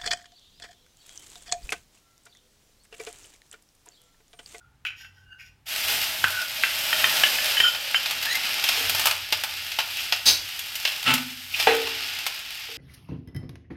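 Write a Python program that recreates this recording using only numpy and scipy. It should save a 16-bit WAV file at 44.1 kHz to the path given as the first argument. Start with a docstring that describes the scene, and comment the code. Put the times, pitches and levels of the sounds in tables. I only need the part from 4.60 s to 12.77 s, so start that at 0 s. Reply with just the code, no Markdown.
"""Butter sizzles and spits in a hot steel pan: random grains make the hiss, short noise bursts the spits.
A spoon clinks and squeaks in a hand-held steel bowl, by decaying modes and gliding tones.
A ladle is picked up and slides over the rim, by shaped friction noise; ladle and dollops knock the pan.
A small hard kitchen answers with a short noise tail, over still air, a low hum and the burner's drone."""
import sys
import numpy as np
from scipy import signal
from scipy.fft import rfft, irfft, next_fast_len
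from scipy.io import wavfile

SR = 44100
rng = np.random.default_rng(int(sys.argv[2]) if len(sys.argv) > 2 else 0)


def wrap_up_sound(samples):
    """Save the sound to the file named by the first command line argument, as 16-bit audio."""
    columns = np.atleast_2d(samples).T
    # keep every value between -1 and 1, then stretch to whole-number steps
    tamed = np.clip(columns, -1, 1)
    steps = np.round(tamed * 32767).astype(np.int16)
    wavfile.write(sys.argv[1], SR, steps)


N = 360297

LIFT_S, LIFT_ATTACK_S, LIFT_HOLD_S = 5.654, 0.012, 0.024  # the ladle is picked up


def amp(db):
    """Decibels to a linear gain."""
    return 10 ** (np.asarray(db) / 20)


def unit(x):
    """x scaled to rms 1."""
    return x / np.sqrt(np.mean(x ** 2) + 1e-20)


def along(points, hz):
    """(Hz, value) points read at hz, on a log frequency axis."""
    f, v = np.transpose(points)
    return np.interp(np.log(hz + 1), np.log(f + 1), v)


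def gains(rows):
    """Each dB column of timed rows as a gain per sample."""
    s, *columns = np.transpose(rows)
    return [amp(np.interp(np.arange(N) / SR, s, column)) for column in columns]


def wobble(rate):
    """A random curve through normally distributed knots, rate knots a second."""
    knots = rng.standard_normal(int(N * rate / SR) + 2)
    return np.interp(np.arange(N) * rate / SR, np.arange(len(knots)), knots)


def filtered(x, response):
    """x times a response of frequency, padded against wrap-around."""
    m = next_fast_len(len(x) + SR // 4)
    return irfft(rfft(x, m) * response(np.fft.rfftfreq(m, 1 / SR)), m)[:len(x)]


def coloured(x, spectrum):
    """x shaped by (Hz, dB) points, at rms 1."""
    return unit(filtered(x, lambda hz: amp(along(spectrum, hz))))


def resonances(x, peaks):
    """x through parallel (Hz, width Hz, dB) resonances, at rms 1."""
    def response(f):
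        return sum(amp(db) * 1j * f * w / (c * c - f * f + 1j * f * w) for c, w, db in peaks)
    return unit(filtered(x, response))


def add(track, s, sound):
    """Mix a sound in at time s."""
    start = max(round(s * SR), 0)
    track[start:start + len(sound)] += sound[:N - start]


def grains(rate, spread_db):
    """Single-sample impulses at random times, of either sign and clipped log-normal size."""
    happens = rng.random(N) < rate / SR
    sign = rng.choice([-1, 1], N)
    return happens * sign * amp(spread_db * np.clip(rng.standard_normal(N), -2.5, 2.5))


def ring(modes, pitch=1, tilt_db=0, damp=1, vary_db=0):
    """Half a second of struck steel: decaying sine modes, scaled to an initial rms of 1."""
    hz, db, t60 = np.transpose(modes)[:, :, None]
    t = np.arange(SR // 2) / SR
    tilt = tilt_db * np.log2(hz / hz.mean())
    size = amp(db + tilt + vary_db * rng.standard_normal(hz.shape))
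    sign = rng.choice([-1, 1], hz.shape)
    waves = sign * np.sin(2 * np.pi * hz * pitch * t) * amp(-60 * t / (t60 * damp))
    onset = 1 - np.exp(-t / 0.00031)
    return (size * waves).sum(0) * onset / np.sqrt(np.sum(size ** 2) / 2)


def crack(t60):
    """The brief contact noise of a blow, dying by 60 dB in t60 seconds."""
    t = np.arange(SR // 5) / SR
    contact = [(100, -20), (400, -15), (800, -11), (1050, -9), (1600, 0.5), (2900, 1),
               (4000, -13), (7000, -23.5), (15000, -30)]  # (Hz, dB)
    return coloured(rng.standard_normal(len(t)), contact) * amp(-60 * t / t60)


def stroke(start, attack, hold, t60):
    """A gain that rises, holds and dies away; all times in seconds."""
    t = np.arange(N) / SR - start
    return np.clip(t / attack, 0, 1) * amp(-60 * np.maximum(t - attack - hold, 0) / t60)


def rasp():
    """Rough friction of steel on steel: a stream of grains in the colour of the rub."""
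    # Spectrum of the rub. Each row: frequency in Hz, relative level in dB per Hz.
    rub_colour = [(35, -49), (60, -24), (353, -19.5), (919, -12.5), (1300, -16), (4180, -3.5), (4810, 2.5),
                  (7150, -15.5), (13100, -17), (15800, -27)]
    return coloured(grains(rate=5400, spread_db=2), rub_colour)


def registers(x, low_hz=1500, high_hz=6500):
    """Bursts in the colour of the pan, split into middle, high and low, each at rms 1."""
    # Spectrum of the sizzling pan. Each row: frequency in Hz, relative level in dB per Hz.
    pan_colour = [(200, -33), (480, -18.5), (580, -11), (850, -3.5), (1010, -11.5), (1300, -5),
                  (2000, -6.8), (2750, -0.4), (4200, -6.5), (4950, -5), (6300, -13), (10800, -16),
                  (13000, -9), (15800, -24.5)]
    x = coloured(x, pan_colour)
    low = filtered(x, lambda hz: 1 / (1 + (hz / low_hz) ** 8))
    high = filtered(x, lambda hz: 1 - 1 / (1 + (hz / high_hz) ** 8))
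    return unit(x - low - high), unit(high), unit(low)


def background():
    """Still air as shaped noise, hum as slightly unsteady sines, the burner's drone as low noise."""
    # Steady low hum. Each row: frequency in Hz, rms level in dB.
    hum_tones = [(91.5, -71), (129.2, -69)]
    # Spectrum of the still room. Each row: frequency in Hz, relative level in dB per Hz.
    air_colour = [(15, -40), (25, -24), (49, -9), (91, -14), (228, -26), (654, -37), (857, -26), (955, -34),
                  (1590, -33), (15800, -50.5)]
    # Swell of the burner's drone. Each row: time in seconds, level in dB before a 1 dB trim.
    drone_level = [(0.0, -62), (1.11, -62), (1.64, -47), (1.84, -63), (4.03, -66), (4.28, -44.5),
                   (5.12, -63), (5.82, -52), (6.01, -66), (7.26, -56), (8.01, -73), (8.17, -54)]
    t = np.arange(N) / SR
    hum = sum(amp(db) * np.sqrt(2) * np.sin(2 * np.pi * hz * t + 0.22 * wobble(3.03))
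              for hz, db in hum_tones)
    air = amp(-63) * coloured(rng.standard_normal(N), air_colour)
    drone_colour = [(20, -24), (60, -11), (80, -9), (93, 7), (110, -10), (150, -18), (200, -26),
                    (500, -34), (1500, -90)]  # (Hz, dB)
    drone = coloured(rng.standard_normal(N), drone_colour)
    return hum + air + amp(-1) * gains(drone_level)[0] * drone


def squeaks():
    """The spoon's edge sticks and slips on the steel and keeps a mode singing, unsteady in grip and pitch."""
    # Each row: start in seconds, length in seconds, first Hz, last Hz, level in dB before the grip varies it.
    squeak_rows = [(.005, 0.046, 1424, 1400, -53), (.40, 0.061, 1595, 1500, -46),
                   (.56, 0.33, 1554, 1516, -56), (.62, 0.29, 2860, 2800, -60),
                   (1.725, 0.11, 1480, 1475, -34), (2.968, 0.03, 3040, 3003, -21),
                   (3.001, 0.016, 3102, 3050, -11.5), (3.025, .07, 3090, 3120, -18.5),
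                   (3.041, .03, 1442, 1410, -21.5), (3.345, 0.036, 3040, 3130, -18),
                   (3.661, .11, 1705, 2180, -30), (3.694, 0.0495, 3900, 4230, -29)]
    # Overtones of a squeak. Each row: frequency ratio, level in dB before the pitch shifts it.
    overtones = [(1.648, -18), (2.254, -23), (2.75, -37), (3.505, -31), (3.99, -35), (4.76, -34)]
    out = np.zeros(N)
    grip = amp(5.9 * wobble(130))
    waver_hz = 45 * wobble(500)
    for s, length, from_hz, to_hz, db in squeak_rows:
        u = np.linspace(0, 1, int(length * SR))
        part = int(s * SR) + np.arange(len(u))
        phase = 2 * np.pi * np.cumsum(from_hz + (to_hz - from_hz) * u + waver_hz[part]) / SR
        # overtones weaken by 18 dB per octave below 3100 Hz and strengthen above it
        over_db = 18 * np.log2(to_hz / 3100)
        tone = np.sin(phase)
        tone = tone + sum(amp(level + over_db) * np.sin(ratio * phase) for ratio, level in overtones)
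        swell = np.abs(np.sin(np.pi * u)) ** 0.28
        add(out, s, amp(db) * tone * grip[part] * swell)
    return out


def scoops():
    """Short grating strokes of steel on steel: friction grains excite a resonance, with a ringing rasp."""
    # Each row: start in seconds, length in seconds, gain in dB, main resonance in Hz, rasp gain re that in dB.
    scoop_rows = [(0.248, 0.059, -29.5, 2590, -19), (0.352, 0.15, -50.5, 2930, -1),
                  (.52, 0.16, -67, 3000, 1), (0.783, 0.085, -46.5, 2380, -8), (.84, .07, -56, 2500, -1),
                  (5.382, .03, -24, 2800, -16), (6.937, 0.024, -22, 2720, -24)]
    # Steel rung by the strokes. Each row: frequency in Hz, width in Hz, level in dB; applied twice.
    rung_steel = [(1910, 120, 2), (3560, 170, -2), (4320, 160, -5), (5110, 300, -0.5), (5580, 300, -2.5),
                  (6630, 290, -4), (10500, 500, -8), (12600, 1100, -7)]
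    out = np.zeros(N)
    friction = grains(rate=3000, spread_db=4.5)
    ringing_rasp = amp(-10) * rasp() + resonances(resonances(friction, rung_steel), rung_steel)
    t = np.arange(SR // 5) / SR
    for s, length, db, hz, rasp_db in scoop_rows:
        part = rng.integers(N - len(t)) + np.arange(len(t))
        peak = [(hz, 650, 0)]  # (Hz, width Hz, dB)
        grate = resonances(resonances(friction[part], peak), peak) + amp(rasp_db) * ringing_rasp[part]
        add(out, s, amp(db) * grate * np.interp(t / length, [0, 0.3, 1], [0, 1, 0]))
    return out


def clinks():
    """The spoon strikes modes of the hand-damped bowl, with contact noise and a low thump."""
    # Each row: start in seconds, level in dB, pitch factor set by grip and contact point,
    # brightness in dB per octave.
    clink_rows = [(0.2513, -27.5, 0.97, 4), (.268, -35, 0.98, 6), (.304, -41, 0.99, 4),
                  (.409, -49, 1.14, -3), (.447, -43, 1.02, 0), (1.641, -8, 1, -8),
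                  (2.036, -10.5, 1.02, -2.5), (2.328, -13.5, 1.18, -2), (2.442, -9.5, 1.18, 2),
                  (2.636, -7.5, 1.11, 4), (2.785, -20, 1.13, -1), (2.969, -20.5, 1.08, -7),
                  (3.002, -10.5, 1.2, -8.5), (3.345, -13.5, 1.04, 0)]
    # Modes of the bowl. Each row: Hz before the pitch factor, dB before tilt and variation,
    # t60 in seconds before damping.
    bowl_modes = [(790, -12.5, 0.028), (1297, -9.5, 0.045), (1551, 2, 0.058), (1730, -7, .045),
                  (1950, -4.5, 0.054), (2450, -12, 0.043), (2638, 0.5, 0.099), (3060, -6.5, 0.079),
                  (3380, -28, 0.03), (4500, -35, 0.042), (5400, -31, .07), (6900, -32, 0.11),
                  (11000, -40, .1), (15000, -46, .08)]
    bowl, thumps = np.zeros(N), np.zeros(N)
    t = np.arange(SR // 5) / SR
    thump_colour = [(30, -8), (90, 0), (450, -2), (900, -10), (2000, -50)]  # (Hz, dB)
    for s, db, pitch, tilt_db in clink_rows:
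        damp = 0.53 * amp(-0.17 * db)  # a lighter touch rings longer
        add(bowl, s, amp(db) * ring(bowl_modes, pitch, tilt_db, damp, vary_db=1.5))
        add(bowl, s, amp(db - 1.5) * crack(t60=0.029))
        # a duller clink thumps the hand under the bowl harder
        thump = coloured(rng.standard_normal(len(t)), thump_colour) * amp(-60 * t / 0.06)
        add(thumps, s, amp(db - 36 - tilt_db) * thump)
    # a small bowl radiates little bass
    return thumps + signal.sosfilt(signal.butter(2, 550, "highpass", fs=SR, output="sos"), bowl)


def sizzle():
    """Thousands of steam bubbles a second merge to a hiss; larger ones stand out as crackle."""
    # Vigour of the boil, up with each dollop and stir. Each row: time in seconds,
    # sizzle in dB and fine fizz in dB, both before surges and mix trims.
    boil_levels = [(1.1, -33.5, -38), (1.3, -26.5, -31.5), (1.58, -31, -37.2), (1.88, -33, -40.7),
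                   (2.2, -29.5, -33.5), (2.5, -25, -31.5), (2.9, -28, -35.4), (3.22, -33.5, -42),
                   (3.72, -29, -40.5), (4.42, -28, -36), (4.6, -36, -46.5), (5.46, -33.5, -41.5),
                   (5.62, -37.5, -46.8), (6.4, -34, -42.5), (6.88, -41, -47.5), (7.01, -27.5, -38),
                   (7.22, -32, -44.5), (7.62, -34.5, -46.5), (8.15, -38.5, -50)]
    land_s, flare_s = 1.056, 0.033  # the first dollop meets the hot steel; time for the boil to start
    landed = np.clip((np.arange(N) / SR - land_s) / flare_s, 0, 1)
    boil, fizz = gains(boil_levels)
    full = boil.max()
    # low bubbling changes by 1.47 dB per dB of sizzle
    bubbling = amp(-12.5) * full * (boil / full) ** 1.47

    surge = amp(1.07 * wobble(16) + 0.63 * wobble(70))
    layers = zip((boil, fizz, bubbling), registers(grains(rate=9000, spread_db=1)))
    hiss = sum(level * amp(0.66 * wobble(9)) * layer for level, layer in layers)

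    # each larger bubble throws a few milliseconds of spray
    t = np.arange(SR // 25) / SR
    bursts = signal.fftconvolve(grains(rate=70, spread_db=4.5) ** 2, amp(-60 * t / 0.02) ** 2)[:N]
    middle, high, low = registers(np.sqrt(np.abs(bursts)) * rng.standard_normal(N))
    # the crackle thins out less than the hiss does as the boil settles
    vigour = full * (boil / full) ** 0.73
    crackle = vigour * (amp(-11) * middle + amp(-16) * high + amp(-25.5) * low)

    # steam escaping from under the dollop flutters in the bass
    flutter_colour = [(25, 0), (130, -1), (280, 1.5), (420, 0.5), (700, -30), (2000, -80)]  # (Hz, dB)
    flutter = bubbling * coloured(rng.standard_normal(N), flutter_colour)
    return landed * (amp(-1) * surge * hiss + crackle + amp(-12) * flutter + cover(boil))


def cover(boil):
    """Air trapped between pan and bowl rings with the sizzle; its note sinks as the bowl comes closer."""
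    # Note of the trapped air. Each row: time in seconds, frequency in Hz before a random waver.
    note_path = [(1.1, 679), (2.0, 620), (3.3, 570.4)]
    t = np.arange(N) / SR
    s, hz = np.transpose(note_path)
    pitch_hz = np.interp(t, s, hz) + 20 * wobble(100)
    note = wobble(140) * np.sin(2 * np.pi * np.cumsum(pitch_hz) / SR)
    # the bowl starts to lift away at 3.28 s and the note falls by 30 dB a second
    lifting = amp(-30 * np.maximum(t - 3.28, 0))
    return amp(-20.5) * boil * unit(note) * lifting


def knocks():
    """Ladle and soft dollops knock the pan: its modes ring under a burst of contact noise."""
    # Each row: start in seconds, level in dB, brightness in dB per octave.
    knock_rows = [(1.295, -33.5, -4.5), (4.176, -34, -9), (7.0705, -4, -1), (8.088, -41.5, -10)]
    # Modes of the pan. Each row: frequency in Hz, level in dB before tilt and variation, t60 in seconds.
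    pan_modes = [(271, -30, 1), (330, -26.5, 0.57), (394, -19, 0.75), (428, -14.5, 0.3), (454, -10.5, 0.52),
                 (492, -11, .2), (590, -13, .12), (737, -9, 0.17), (790, 7.5, 0.032), (895, 4.5, 0.024),
                 (1270, -17, 0.3), (1670, -16, .25), (1940, -10.5, .25), (2700, -18, .25), (3456, -16, .2),
                 (4020, -14, .2)]
    out = np.zeros(N)
    for s, db, tilt_db in knock_rows:
        add(out, s, amp(db) * ring(pan_modes, tilt_db=tilt_db, vary_db=1))
        add(out, s, amp(db - 12 + tilt_db) * crack(t60=0.27))
    return out


def spits():
    """A water pocket cracks open in the fat, and its spray dies away on the hot steel."""
    # Each row: start in seconds, level in dB, low thud and spray in dB re level; all before the trims below.
    spit_rows = [(3.1477, -20, -11.5, -18), (3.4587, -16, -16, -12), (3.5092, -18.5, -13.5, -7.5),
                 (3.6262, -19, -19, -6.5), (3.7526, -19, -14, -5.5), (4.0394, -13, -17, -8.5),
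                 (4.0882, -10.5, -15.5, -10), (4.295, -14.5, -12.5, -3), (4.348, -19, -8.5, -2.5),
                 (4.3948, -17.5, -14, -2.5), (4.456, -13.5, -4, -0.5), (4.4696, -12.5, -7, -4),
                 (4.5102, -15, -11.5, -9), (4.7246, -10, -12, -13.5), (4.836, -16.5, -9, -5.5),
                 (5.1178, -20, -23, -16), (5.1873, -13, -10, -14), (5.202, -18.5, -12, -14),
                 (5.3692, -21, -26, -11), (5.5234, -9.5, -12.5, -18), (5.991, -23.5, -18, -1),
                 (6.1541, -20.5, -26, -4), (6.251, -10, -17.5, -21), (6.275, -16, -16, -22),
                 (6.538, -13.5, -10, -2), (6.5793, -21.5, -11, -10), (6.999, -11.5, -16, -13),
                 (7.025, -18, -18, -14), (7.2714, -22.5, -9, -10), (7.5872, -21.5, -19, -12),
                 (7.6647, -16, -11.5, -6.5)]
    out = np.zeros(N)
    t = np.arange(SR // 5) / SR
    middle, high, low = registers(rng.standard_normal(N), low_hz=1950)
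    opening = 1 - np.exp(-t / 0.0005)
    decay = amp(-60 * t / 0.058) + 0.25 * amp(-60 * t / 0.012) + 0.11 * amp(-60 * t / 0.34)
    for s, db, thud_db, spray_db in spit_rows:
        part = rng.integers(N - len(t)) + np.arange(len(t))
        burst = middle[part] + amp(spray_db + 1.2) * high[part] + amp(thud_db + 4) * low[part]
        add(out, s, amp(db - 5.5) * opening * decay * burst)
    return out


def lift():
    """The ladle is drawn out from other steel: dense grains ring bright resonances over a rasp."""
    # Bright ring of the steel. Each row: frequency in Hz, width in Hz, relative level in dB.
    bright_ring = [(3970, 58, 3.5), (4440, 130, 0), (4800, 110, -9), (6150, 110, -1), (6460, 23, -14),
                   (7550, 31, -16), (7960, 99, -13), (8320, 44, -16), (9400, 66, -7.5), (10900, 27, -19),
                   (12800, 110, -9), (13600, 98, -13)]
    shing = amp(-4) * resonances(grains(rate=4800, spread_db=0), bright_ring) + amp(-3) * rasp()
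    return amp(-13.8) * stroke(LIFT_S, LIFT_ATTACK_S, LIFT_HOLD_S, t60=0.26) * shing


def bump():
    """Picking up the ladle jolts the counter: a dull burst of low noise."""
    thud_colour = [(20, -3), (50, 0), (90, -3), (160, -13), (350, -13), (900, -40), (3000, -80)]  # (Hz, dB)
    thud = coloured(rng.standard_normal(N), thud_colour)
    return amp(-45) * stroke(LIFT_S, LIFT_ATTACK_S, LIFT_HOLD_S, t60=0.35) * thud


def slide():
    """The ladle's handle grits along the rim and excites the modes of the ladle."""
    # Modes of the ladle. Each row: frequency in Hz, relative level in dB, t60 in seconds.
    ladle_modes = [(145, -16.5, .4), (236, -12.5, .65), (253, -12, 0.62), (269.3, -11.5, 0.72),
                   (305, -17, .3), (890, -2, 0.098), (1341, -1, 0.14), (1491, -12, .22), (1860, -15, 0.085),
                   (2200, -11, .1), (2665, -3, 0.063), (2750, 1, 0.045), (2865, -3, 0.055), (3440, -9, .1),
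                   (4070, -12, 0.094)]
    grit_colour = [(50, -26), (140, -6.5), (600, -13), (1400, -4), (3000, 0), (6000, -17),
                   (15000, -28)]  # (Hz, dB)
    grit = coloured(grains(rate=3000, spread_db=4.5), grit_colour)
    rub = amp(-21) * stroke(start=6.444, attack=0.03, hold=0.04, t60=0.13) * grit
    # the ladle rings on after its handle has left the rim
    body = ring(ladle_modes)
    return rub + amp(-7) * signal.fftconvolve(rub, body / np.linalg.norm(body))[:N]


def kitchen(x):
    """Tiles and counter answer with a short dense noise tail whose treble dies sooner."""
    # Decay of the room. Each row: frequency in Hz, t60 in seconds.
    room_decay = [(200, 0.43), (2500, 0.35), (6000, 0.31), (14000, 0.21)]
    hz, t, z = signal.stft(rng.standard_normal(SR // 2), SR, nperseg=256)
    fading = z * amp(-60 * t / along(room_decay, hz)[:, None])
    tail = signal.istft(fading, SR, nperseg=256)[1]
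    delayed = np.pad(tail, (SR // 300, 0))  # the answer starts 1/300 s late
    return signal.fftconvolve(x, delayed / np.linalg.norm(tail))[:N]


def scene():
    """Direct butter and steel, their answer from the kitchen, and the background."""
    butter = sizzle() + spits()
    steel = squeaks() + scoops() + clinks() + knocks() + lift() + bump() + slide()
    return butter + steel + kitchen(amp(-8) * butter + amp(-7) * steel) + background()


def record(dry):
    """A limiter rounds off the highest peaks; nothing is kept at or above 15950 Hz."""
    soft = dry / (1 + (dry / 0.75) ** 4) ** (1 / 4)
    return filtered(soft, lambda hz: hz < 15950)


dry = scene()
out = record(dry)
wrap_up_sound(out)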